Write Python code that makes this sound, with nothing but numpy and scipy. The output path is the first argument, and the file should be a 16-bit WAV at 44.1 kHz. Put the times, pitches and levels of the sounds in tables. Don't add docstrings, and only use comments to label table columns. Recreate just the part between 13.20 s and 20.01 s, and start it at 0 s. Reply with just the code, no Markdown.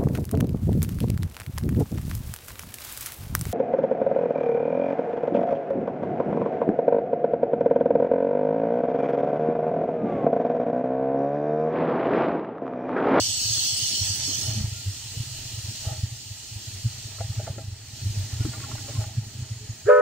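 import sys
import numpy as np
from scipy import signal
from scipy.io import wavfile
from scipy.ndimage import uniform_filter1d

SR = 44100
rng = np.random.default_rng(int(sys.argv[2]) if len(sys.argv) > 2 else 0)


def voltage_ratio(level):
    return 10 ** (np.asarray(level, float) / 20)


def unload_audio(sound):
    columns = np.transpose(np.atleast_2d(sound))
    steps = np.round(np.clip(columns, -1, 1) * 32767)
    wavfile.write(sys.argv[1], SR, steps.astype(np.int16))


N = 300321
T = np.arange(N) / SR
VALVE_S = 6.6

# time in seconds, level in dB.
STEAM = [(0, -28.5), (.85, -28), (.97, -30.5), (1.15, -30.5), (1.39, -36), (1.44, -41.5), (2.65, -39.5),
         (2.9, -44.5), (3.3, -44), (3.5, -42.5), (4.25, -44.5), (4.33, -47.5), (4.5, -50.5), (4.7, -48),
         (4.8, -43), (5.82, -42.5), (5.93, -48), (6.81, -49)]
COCK_SHUTS = (1.33, 1.48)


def evened(x):
    return x / np.sqrt(np.mean(x ** 2) + 1e-20)


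def read(points, hz):
    f, value = np.transpose(points)
    return np.interp(np.log(hz + 1), np.log(f + 1), value)


def column(rows, axis):
    return np.interp(T, np.array(rows)[:, 0], np.array(rows)[:, axis])


def add(mix, s, sound):
    at = round(s * SR)
    sound = sound[:, max(-at, 0):]
    part = mix[:, max(at, 0):][:, :sound.shape[1]]
    part += sound[:, :part.shape[1]]


def drift(rate, size):
    low_pass = signal.butter(2, rate, fs=SR, output="sos")
    return evened(signal.sosfiltfilt(low_pass, rng.standard_normal(size)))


def noise(spectrum, peaks=(), patchy_db=1.5, flicker_db=1., size=1024, count=N, side=((1, 0), (2, 0)), turns=0):
    # Hz, likeness of the two ports from 0 to 1.
    same_rows = [(30, 0.98), (100, 1), (300, 0.91), (600, 0.44), (1050, 0.052), (1300, 0.73), (1900, 0.95),
                 (2500, 0.67), (3100, 0.42), (3600, 0.099), (4500, 0.3), (5200, 0.18), (15500, 0.13)]
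    # Hz, radians the left port leads.
    lead_rows = [(2500, 0), (3500, 0.4), (5000, -3.5), (8000, -5.5)]
    # Hz, change in dB.
    turn_left = [(2300, 5), (3000, -2), (4500, 1.5), (5500, -4.5), (6200, -6.5), (7600, -3), (8700, 1),
                 (10000, 0.5)]
    turn_right = [(2300, 4), (3400, -1), (4200, -4.5), (4800, -2.5), (5400, 5.5), (5900, 0.5), (6700, 3),
                  (7900, -4.5), (9300, 0.5)]
    turn_s = (0.49, 0.79)
    frames, hz = 4 * count // size + 5, np.fft.rfftfreq(size, 1 / SR)
    a, b, c, d, patches = rng.standard_normal((frames, len(hz), 5)).T
    patches = uniform_filter1d(patches, size=8, axis=0)
    patches = evened(uniform_filter1d(patches, size=12, axis=1))
    flicker = evened(uniform_filter1d(rng.standard_normal(frames), size=4))

    colour = voltage_ratio(read(spectrum, hz)) * (hz >= spectrum[0][0]) * (hz <= spectrum[-1][0])
    for f, width, db in peaks:
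        colour = colour * voltage_ratio(db / (1 + (2 * (hz - f) / width) ** 2))

    same = np.clip(read(same_rows, hz), 0, 1)[:, None]
    left = a + 1j * b
    right = same * left * np.exp(-1j * read(lead_rows, hz))[:, None]
    right = right + np.sqrt(1 - same ** 2) * (c + 1j * d)
    z = np.array([left, right]) * colour[:, None] * voltage_ratio(patchy_db * patches + flicker_db * flicker)

    turned = turns * np.interp(np.arange(frames) * size / 4 / SR, turn_s, [0, 1])
    turn_db = np.array([read(turn_left, hz), read(turn_right, hz)])
    lean_db = np.array([[.5], [-.5]]) * read(side, hz)
    z = z * voltage_ratio(lean_db[..., None] + turn_db[..., None] * turned)
    out = signal.istft(z, nperseg=size, noverlap=3 * size // 4)[1][:, :count]
    return out / np.std(out.mean(0))


def roof():
    # second of the peak, peak in dB, half length in ms.
    jolts = [(.82, -22.5, 9.8), (1.29, -21, 7.8), (1.377, -23, 16), (1.412, -18.5, 3.5),
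             (1.447, -17.5, 5.6), (1.527, -24.5, 7.2), (1.681, -20, 14.7), (1.975, -23.5, 4.8),
             (2.007, -21, 7.4), (2.493, -26, 8.9), (2.676, -19.5, 6.7), (2.84, -15.5, 6.3),
             (3.661, -15.5, 10.8), (4.01, -23.5, 10), (4.105, -23.5, 8.4), (4.186, -20.5, 8.8),
             (4.307, -22, 5.3), (4.867, -18, 13), (4.906, -22.5, 9.7), (5.0, -22.5, 28), (5.137, -22, 6.4),
             (5.209, -16, 8), (5.251, -18, 4.1), (5.758, -24, 5.7), (5.791, -16, 10.2), (5.984, -16, 8.9),
             (6.199, -26, 8), (6.227, -24.5, 7.7), (6.32, -23, 9.3), (6.503, -24, 8.9)]
    # second of the peak,
    # peak in dB.
    shudders = [(0.012, -27), (.259, -30.5), (.308, -27.5), (.908, -25.5), (1.483, -26.5), (2.263, -31.5),
                (2.386, -28.5), (2.448, -28.5), (2.722, -23.5), (2.792, -27), (2.925, -31), (3.116, -29),
                (3.367, -27), (3.483, -29.5), (4.053, -26), (4.378, -30), (4.45, -30.5), (4.485, -25),
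                (4.528, -28), (4.83, -27), (5.167, -27), (5.296, -26), (5.404, -31.5), (5.444, -28.5),
                (5.543, -24.5), (5.708, -29), (5.831, -29), (5.874, -28), (6.026, -31), (6.66, -29.5),
                (0.103, -36.0), (0.349, -36.3), (0.379, -33.9), (0.424, -40), (0.532, -36), (0.632, -32.5),
               (0.7, -42), (0.86, -33.7), (0.991, -38), (1.067, -37), (1.09, -37), (1.138, -41),
               (1.185, -33.5), (1.243, -36), (1.327, -27.5), (1.567, -33), (1.599, -36), (1.861, -34),
               (1.917, -37), (2.076, -33), (2.116, -35), (2.318, -38), (2.345, -30.0), (2.547, -41),
               (2.628, -40), (2.762, -34.1), (2.874, -34), (3.068, -36.7), (3.325, -31.7), (3.572, -32.5),
               (3.711, -33), (3.752, -34), (3.786, -32.5), (3.86, -31), (4.235, -34.7), (4.273, -34.9),
               (4.343, -39), (4.411, -35), (4.688, -37.9), (4.741, -31.5), (4.934, -34), (4.978, -26),
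               (5.041, -29.3), (5.083, -37), (5.312, -32), (5.379, -31), (5.498, -39), (5.518, -34),
               (5.579, -37), (5.61, -32.5), (5.652, -34.8), (5.683, -40), (5.917, -36.8), (5.953, -36.5),
               (6.072, -32), (6.159, -33), (6.266, -39), (6.37, -31.9), (6.414, -35), (6.448, -37.3)]
    light_half_ms = 8.3
    plate_hz, plate_spread = 106.5, 0.085
    out, t = np.zeros((2, N)), np.arange(-2600, 5000) / SR
    rows = jolts + [(s, db, light_half_ms) for s, db in shudders]
    for (s, db, half), (phase, lean, stray) in zip(rows, rng.uniform(-1.06, 1, (len(rows), 3))):
        u, hz = 1000 * t / half, plate_hz * (1 + plate_spread * stray)
        shape = np.where(t < 0, np.exp(-.65 * u ** 2), 1 / np.cosh(1.03 * u))
        port_gap = (0.12 * lean - .03) * np.array([[1], [-1]])
        turn = 2 * np.pi * hz * t + np.pi * phase + port_gap
        wave = shape * np.cos(turn)
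        wave += voltage_ratio(-21.5) * shape ** 2 * np.cos(2 * turn)
        wave += voltage_ratio(-21.0) * shape * np.cos(0.45 * turn) * voltage_ratio([[-1.2], [1.2]])
        add(out, s + t[0], voltage_ratio(db) * wave * voltage_ratio([[-.25], [.25]]))
    return out


def whistle():
    # Hz, second of full voice, growth in dB per s, level in dB,
    # radians the left port leads at first, and later.
    pipes = [
        (423.6, 6.677, 1000, -13, -0.9, 1.1),
        (497, 6.692, 1010, -8.5, -0.74, -1.26),
        (592, 6.692, 1560, -8, -0.77, -1.86),
    ]
    # dB of the 2nd, 3rd, 4th and 5th tone relative to the first.
    overtones = [
        (-23, -3, -35, -31),
        (-16, -11, -47, -42),
        (-35, -22.5, -43, -46),
    ]
    # Hz, radians the left port leads.
    overtone_lead = [(850, -1.7), (990, 0), (1190, -1.7), (1270, -0.64), (1490, -0.46), (2500, -0.21)]
    # Hz, dB per Hz.
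    breath = [(250, -40), (400, -11), (650, 1), (800, -14), (1100, -20), (1400, -4), (1900, -13),
              (2600, -21), (3300, -28), (4500, -42), (9500, -41), (15700, -40)]
    t = T[T >= VALVE_S]
    out, n = np.zeros((2, len(t))), len(t)
    opening = np.clip((t - 6.65) / 0.0193, 0, 1) ** 2
    pressure = 1 / (1 + np.exp(-(t - 6.696) / .006))
    for (hz, s, growth, db, lead, late_lead), tones in zip(pipes, overtones):
        since_full = np.maximum(t - s, 0)
        voice = opening / np.sqrt(1 + voltage_ratio(np.clip(2 * growth * (s - t), -100, 200)))
        flat = 0.055 * (1 - voice) + .2 * (1 - voice) ** 4
        pitch = hz * (1 - flat + 0.0014 * drift(60, n))
        turn = 2 * np.pi * (np.cumsum(pitch) / SR + rng.random())
        gap = lead + (late_lead - lead) * (1 - np.exp(-since_full / 0.0097))
        out += voltage_ratio(db + .4 * drift(40, n)) * voice * np.cos([turn + gap / 2, turn - gap / 2])
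        unsettled = 1 + 2.5 * np.exp(-since_full / 0.013)
        for k, tone_db in enumerate(tones, 2):
            gap = read(overtone_lead, k * hz) + .3 * drift(40, n)
            shaken = k * turn + 0.17 * unsettled * drift(70, n)
            level = voltage_ratio(db + tone_db + 2.0 * drift(50, n)) * np.sqrt(voice) * pressure
            out += level * np.cos([shaken + gap / 2, shaken - gap / 2])
    valve_db = np.interp(t, [6.648, 6.657, 6.68, 6.695, 6.71, 6.74], [-75, -51, -34.5, -28.5, -30, -28.5])
    mouths = [(1270, 140, 6), (1500, 150, 4), (1700, 140, 7.7)]  # (Hz, width Hz, dB)
    out += voltage_ratio(valve_db) * noise(breath, mouths, 2.1, 1.1, size=512, count=n)
    return np.pad(out, ((0, 0), (N - n, 0)))


def steam():
    # Hz, dB per Hz.
    jet_colour = [(1180, -39), (2000, -27), (2180, -26), (3030, -5.5), (3920, -8), (4350, -3.5), (4740, -3),
                  (5630, -2.5), (8010, -11.5), (9360, -14.5), (10000, -13), (12300, -19.5), (13700, -20),
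                  (15700, -11.5)]
    leak_colour = [(1180, -38), (2000, -11.5), (2220, -22), (2340, -11.5), (2950, -3), (3590, -5),
                   (4310, -0.5), (5120, -1.5), (7160, -1.5), (9360, -10), (10300, -14.5), (13800, -16),
                   (15000, -16.5), (15700, -13)]
    # Hz, width in Hz, dB (jet: dB per Hz at the top; leaks: dB of rise).
    jet_peaks = [(3030, 200, -8.5), (3430, 60, -8), (4370, 280, -1.5), (5530, 116, -3.5), (6010, 200, -3),
                 (6540, 135, -4), (7870, 530, -7), (9160, 150, -11.5)]
    leak_peaks = [(4370, 180, 4.2), (7230, 170, 2), (14800, 220, 6), (15100, 150, 6)]
    # Hz, left over right in dB.
    jet_side = [(2000, 0), (4000, -.5), (4450, 3), (5100, -1), (6500, -5), (7900, -5), (8700, -2),
                (14000, 0.5), (15500, -5)]
    leak_side = [(3000, -0.5), (4500, -0.2), (5200, -1.5), (7900, -4), (8700, -1), (10500, -2.5),
                 (15500, -0.5)]
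    # time in seconds, level in dB.
    seep_level = [(5.2, -70), (5.5, -59), (6.2, -58), (6.4, -55.5), (6.81, -55.5)]
    # Hz, dB per Hz.
    seep_band = [(6000, -25), (6500, -3), (6800, 0), (7100, -5), (7600, -25)]
    jet_share = np.interp(T, COCK_SHUTS, [1, 0])
    rises = [(f, w, np.clip(db - read(jet_colour, f) + 7, 2, 12)) for f, w, db in jet_peaks]
    jet = noise(jet_colour, rises, 2.4, 0.53, side=jet_side, turns=0.81)
    leak = noise(leak_colour, leak_peaks, 1.27, 0.41, side=leak_side)
    mix = np.sqrt(jet_share) * jet + np.sqrt(1 - jet_share) * leak
    late = T[T > seep_level[0][0]]
    seep = noise(seep_band, patchy_db=4.0, flicker_db=1.0, count=len(late), side=leak_side)
    seep = voltage_ratio(np.interp(late, *np.transpose(seep_level))) * seep
    return voltage_ratio(column(STEAM, axis=1) + 0.58) * mix + np.pad(seep, ((0, 0), (N - len(late), 0)))


def clacks():
    # start in seconds, peak in dB, pitch in Hz, left over right in dB, brightness in dB.
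    blows = [(0.373, -38.5, 299, 1.1, -3.5), (1.078, -31.5, 289, 1.5, -13), (1.216, -37.5, 250, -.6, -9),
             (1.3, -38, 272, -3, -3), (1.399, -44.5, 354, 2.1, -10), (2.648, -38, 790, -4, -6),
             (3.984, -38.5, 600, -5, 0), (4.006, -26.5, 677, 4.5, -9.5), (4.196, -28.5, 618, 2, -17),
             (4.273, -25.5, 677, -2.5, -11), (4.382, -30, 598, 5, -9), (4.856, -41.5, 286, -4, -21),
             (5.204, -32.5, 288, 4, -19), (5.25, -23, 298, 3.5, -21), (5.334, -34.5, 704, -4, 0),
             (5.402, -37.5, 336, 3, -2), (5.438, -33.5, 256, 6, 2), (5.513, -33.5, 1080, -5, 4),
             (5.55, -35.5, 800, -1, -16), (5.579, -37, 298, -2, -2), (5.683, -33.5, 570, 0, -3),
             (5.751, -35, 247, -2, -4), (5.809, -36, 634, -1, 0), (5.839, -36, 845, -4, 0),
             (4.266, -37, 1350, 0, -8), (4.288, -36, 560, 1, -8)]
    low_ring_s, high_ring_s = 0.041, 0.035
    modes = [(.78, 0.35), (1, 0.96), (1.24, 0.45)]
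    cluster = [(1150, -3.0), (1370, 1.5), (1650, -6.5), (2050, -5), (2600, -10)]  # (Hz, dB)
    out, t = np.zeros((2, N)), np.arange(4000) / SR
    for (s, db, hz, pan_db, bright_db), luck in zip(blows, rng.standard_normal((len(blows), 3, 600))):
        blow = (1.0 + luck[2] + .5 * luck[:2]) * np.exp(-t[:600] / 0.00053)
        t60 = (low_ring_s if hz < 500 else high_ring_s) * (1 + 0.19 * luck[2, 20])
        body = sum(g * np.sin(2 * np.pi * k * hz * t) for k, g in modes)
        ring = body * voltage_ratio(-60 * t / t60) * (1 - np.exp(-t * hz / 1.13)) ** 2
        stray = 1 + 0.041 * luck[2, 9]
        bright = sum(voltage_ratio(g - 60 * t / 0.026) * np.sin(2 * np.pi * f * stray * t) for f, g in cluster)
        ring += voltage_ratio(bright_db) * bright * (1 - np.exp(-t / 0.001))
        frame_hum = np.sin(2 * np.pi * 805 * t) + np.sin(2 * np.pi * 650 * t)
        ring += voltage_ratio(-17) * frame_hum * voltage_ratio(-60 * t / 0.16) * (hz > 500)
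        hit = signal.fftconvolve(blow, ring[None], axes=1)
        gaps = (260 + 60 * luck[2, -2:]).astype(int).cumsum()
        for gap, share in zip(gaps, (.4, .22)):
            hit[:, gap:] += share * hit[::-1, :-gap]
        add(out, s, voltage_ratio(db) * hit / abs(hit.mean(0)).max() * voltage_ratio([[pan_db / 2], [-pan_db / 2]]))
    return out


def hums():
    # start in seconds, peak in dB, pitch in Hz, length in seconds.
    rubs = [(1.329, -33, 211.5, 0.13), (1.501, -56, 1400, 0.16), (1.93, -51, 465, 0.049),
            (5.198, -47, 1434, 0.05), (5.268, -33, 220, 0.029), (5.338, -46, 1200, 0.037),
            (5.355, -49, 787, .04), (5.405, -45.5, 1100, .07), (5.46, -46, 832, .06), (5.61, -51, 806, 0.1),
            (5.75, -45, 1046, 0.04), (5.88, -49, 797, 0.035), (6.378, -52, 423, 0.1)]
    out = np.zeros((2, N))
    for s, db, hz, length in rubs:
        n = round(length * SR)
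        turn = 2 * np.pi * hz * np.arange(n) / SR + 0.6 * drift(48, 9000)[:n]
        add(out, s, voltage_ratio(db) * np.hanning(n) * np.cos([turn, turn + 0.65]))
    return out


def rolling():
    # time in seconds, dB.
    work = [(0, 0.5), (.55, 3), (.87, 4), (1.39, 7.5), (1.52, -2), (1.76, -1), (2.3, -0.5), (2.7, 1),
            (3.13, -6.5), (3.56, -0.8), (3.99, -1), (4.25, 4.5), (4.55, -3.5), (4.8, -0.5), (5.0, 5.5),
            (5.73, 5.5), (5.97, 0.5), (6.66, -1.5)]
    # Hz, dB per Hz.
    boom_colour = [(12, -54), (20, -13), (54, -13), (88, -2.5), (107, 4), (127, -5.5), (168, -15.5),
                   (220, -32), (290, -43), (480, -120)]
    rumble_colour = [(88, -37), (150, -5), (172, -12), (189, -7.5), (409, -17), (534, -26.5), (600, -31),
                     (780, -51), (1320, -120)]
    rattle_colour = [(260, -28), (450, -3.5), (553, -13), (645, 2.5), (715, -9.5), (804, 1), (1130, -8.5),
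                     (1320, -7.5), (1810, -5), (2200, -5.5), (2600, -4), (3380, -36), (5720, -120)]
    # Hz, width in Hz, dB.
    frame = [(651.7, 16.6, 0), (804, 39, 2.5), (1280, 120, -16), (1870, 150, -11)]
    # second of the peak, drive in dB, rise and fall in dB per s.
    groans = [
        (1.29, -49, 130, 112),
        (2.705, -38, 260, 240),
        (5.81, -44.5, 304, 124),
    ]
    work_db = column(work, axis=1)
    boom_db = -46 + 0.49 * work_db
    rumble_db = -56 + 1.05 * work_db
    steam_db = np.minimum(column(STEAM, axis=1) + 43.5, 0)
    rattle_db = -55 + 0.71 * work_db + 0.32 * steam_db
    boom = voltage_ratio(boom_db) * noise(boom_colour, patchy_db=2.5, flicker_db=1.5, size=2048)
    rumble = voltage_ratio(rumble_db) * noise(rumble_colour, patchy_db=1.5, flicker_db=3.0)
    rattle = voltage_ratio(rattle_db) * noise(rattle_colour, [(f, w, 3.) for f, w, _ in frame], 1.34, 1.24)
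    modes = [(f, w, 23.5 + db) for f, w, db in frame]
    drive = sum(voltage_ratio(db - np.maximum(rise * (s - T), fall * (T - s))) for s, db, rise, fall in groans)
    groan = noise([(300, 2.0), (700, 2.5), (2200, -13.5)], modes, 0.44, 1.7)
    return boom + rumble + rattle + uniform_filter1d(drive, size=1500) * groan


def scene():
    return roof() + whistle() + steam() + clacks() + hums() + rolling()


def starve(x):
    # Hz, threshold under which a band is lost, in standard deviations.
    starved = [(9500, -3), (9750, .4), (10400, .3), (10700, -.7), (12000, -.6), (12800, -.9), (13800, -.4),
               (14400, -.8), (14600, -2.5), (15200, -2.5), (15400, -1.2)]
    edge_hz, lead_in, band = 15740, 506, 12
    padded = np.pad(x, ((0, 0), (lead_in, 0)))
    hz, t, z = signal.stft(padded, SR, nperseg=2048, window="cosine", boundary="odd")
    luck = rng.standard_normal((len(t), len(hz) // band + 1)).T
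    broad = uniform_filter1d(uniform_filter1d(luck, size=8, axis=1), size=3, axis=0)
    luck = evened(uniform_filter1d(luck, size=2, axis=1)) + .5 * evened(broad)
    strain = np.interp(t, COCK_SHUTS, [.4, -.25])
    dropped = np.repeat(evened(luck), band, axis=0)[:len(hz)] < read(starved, hz)[:, None] + strain
    dropped &= (hz > starved[0][0])[:, None]

    near = uniform_filter1d(abs(z) ** 2, size=5, axis=1)
    weak_hz = [900, 1000, 2300, 2600, 4400, 4600, 9000, 10000]
    weak_share = np.interp(hz, weak_hz, [0, .3, .3, .15, .15, .36, .42, .72])[:, None]
    faint = near < weak_share * uniform_filter1d(near, size=24, axis=1)
    faint &= ~((hz < 4400)[:, None] & (t > VALVE_S))
    kept = ~dropped & ~faint & (hz < edge_hz)[:, None]
    return signal.istft(z * kept, SR, nperseg=2048, window="cosine")[1][:, lead_in:N + lead_in]


def top_cut(x):
    return signal.sosfilt(signal.butter(12, 17090, fs=SR, output="sos"), x)


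def record(dry):
    ceiling = 1.5
    power_db = 10 * np.log10(abs(uniform_filter1d((dry ** 2).mean(0), size=900)) + 1e-12)
    keep = np.exp(-1 / (0.052 * SR))
    cut_db = signal.lfilter([1 - keep], [1, -keep], 0.81 * np.maximum(power_db + 18.0, 0))
    rounded = ceiling * np.tanh(dry / voltage_ratio(cut_db) / ceiling)
    ending = np.minimum((T[-1] - T) / .0015, 1)
    return top_cut(ending * starve(rounded))


dry = scene()
out = record(dry)
unload_audio(out)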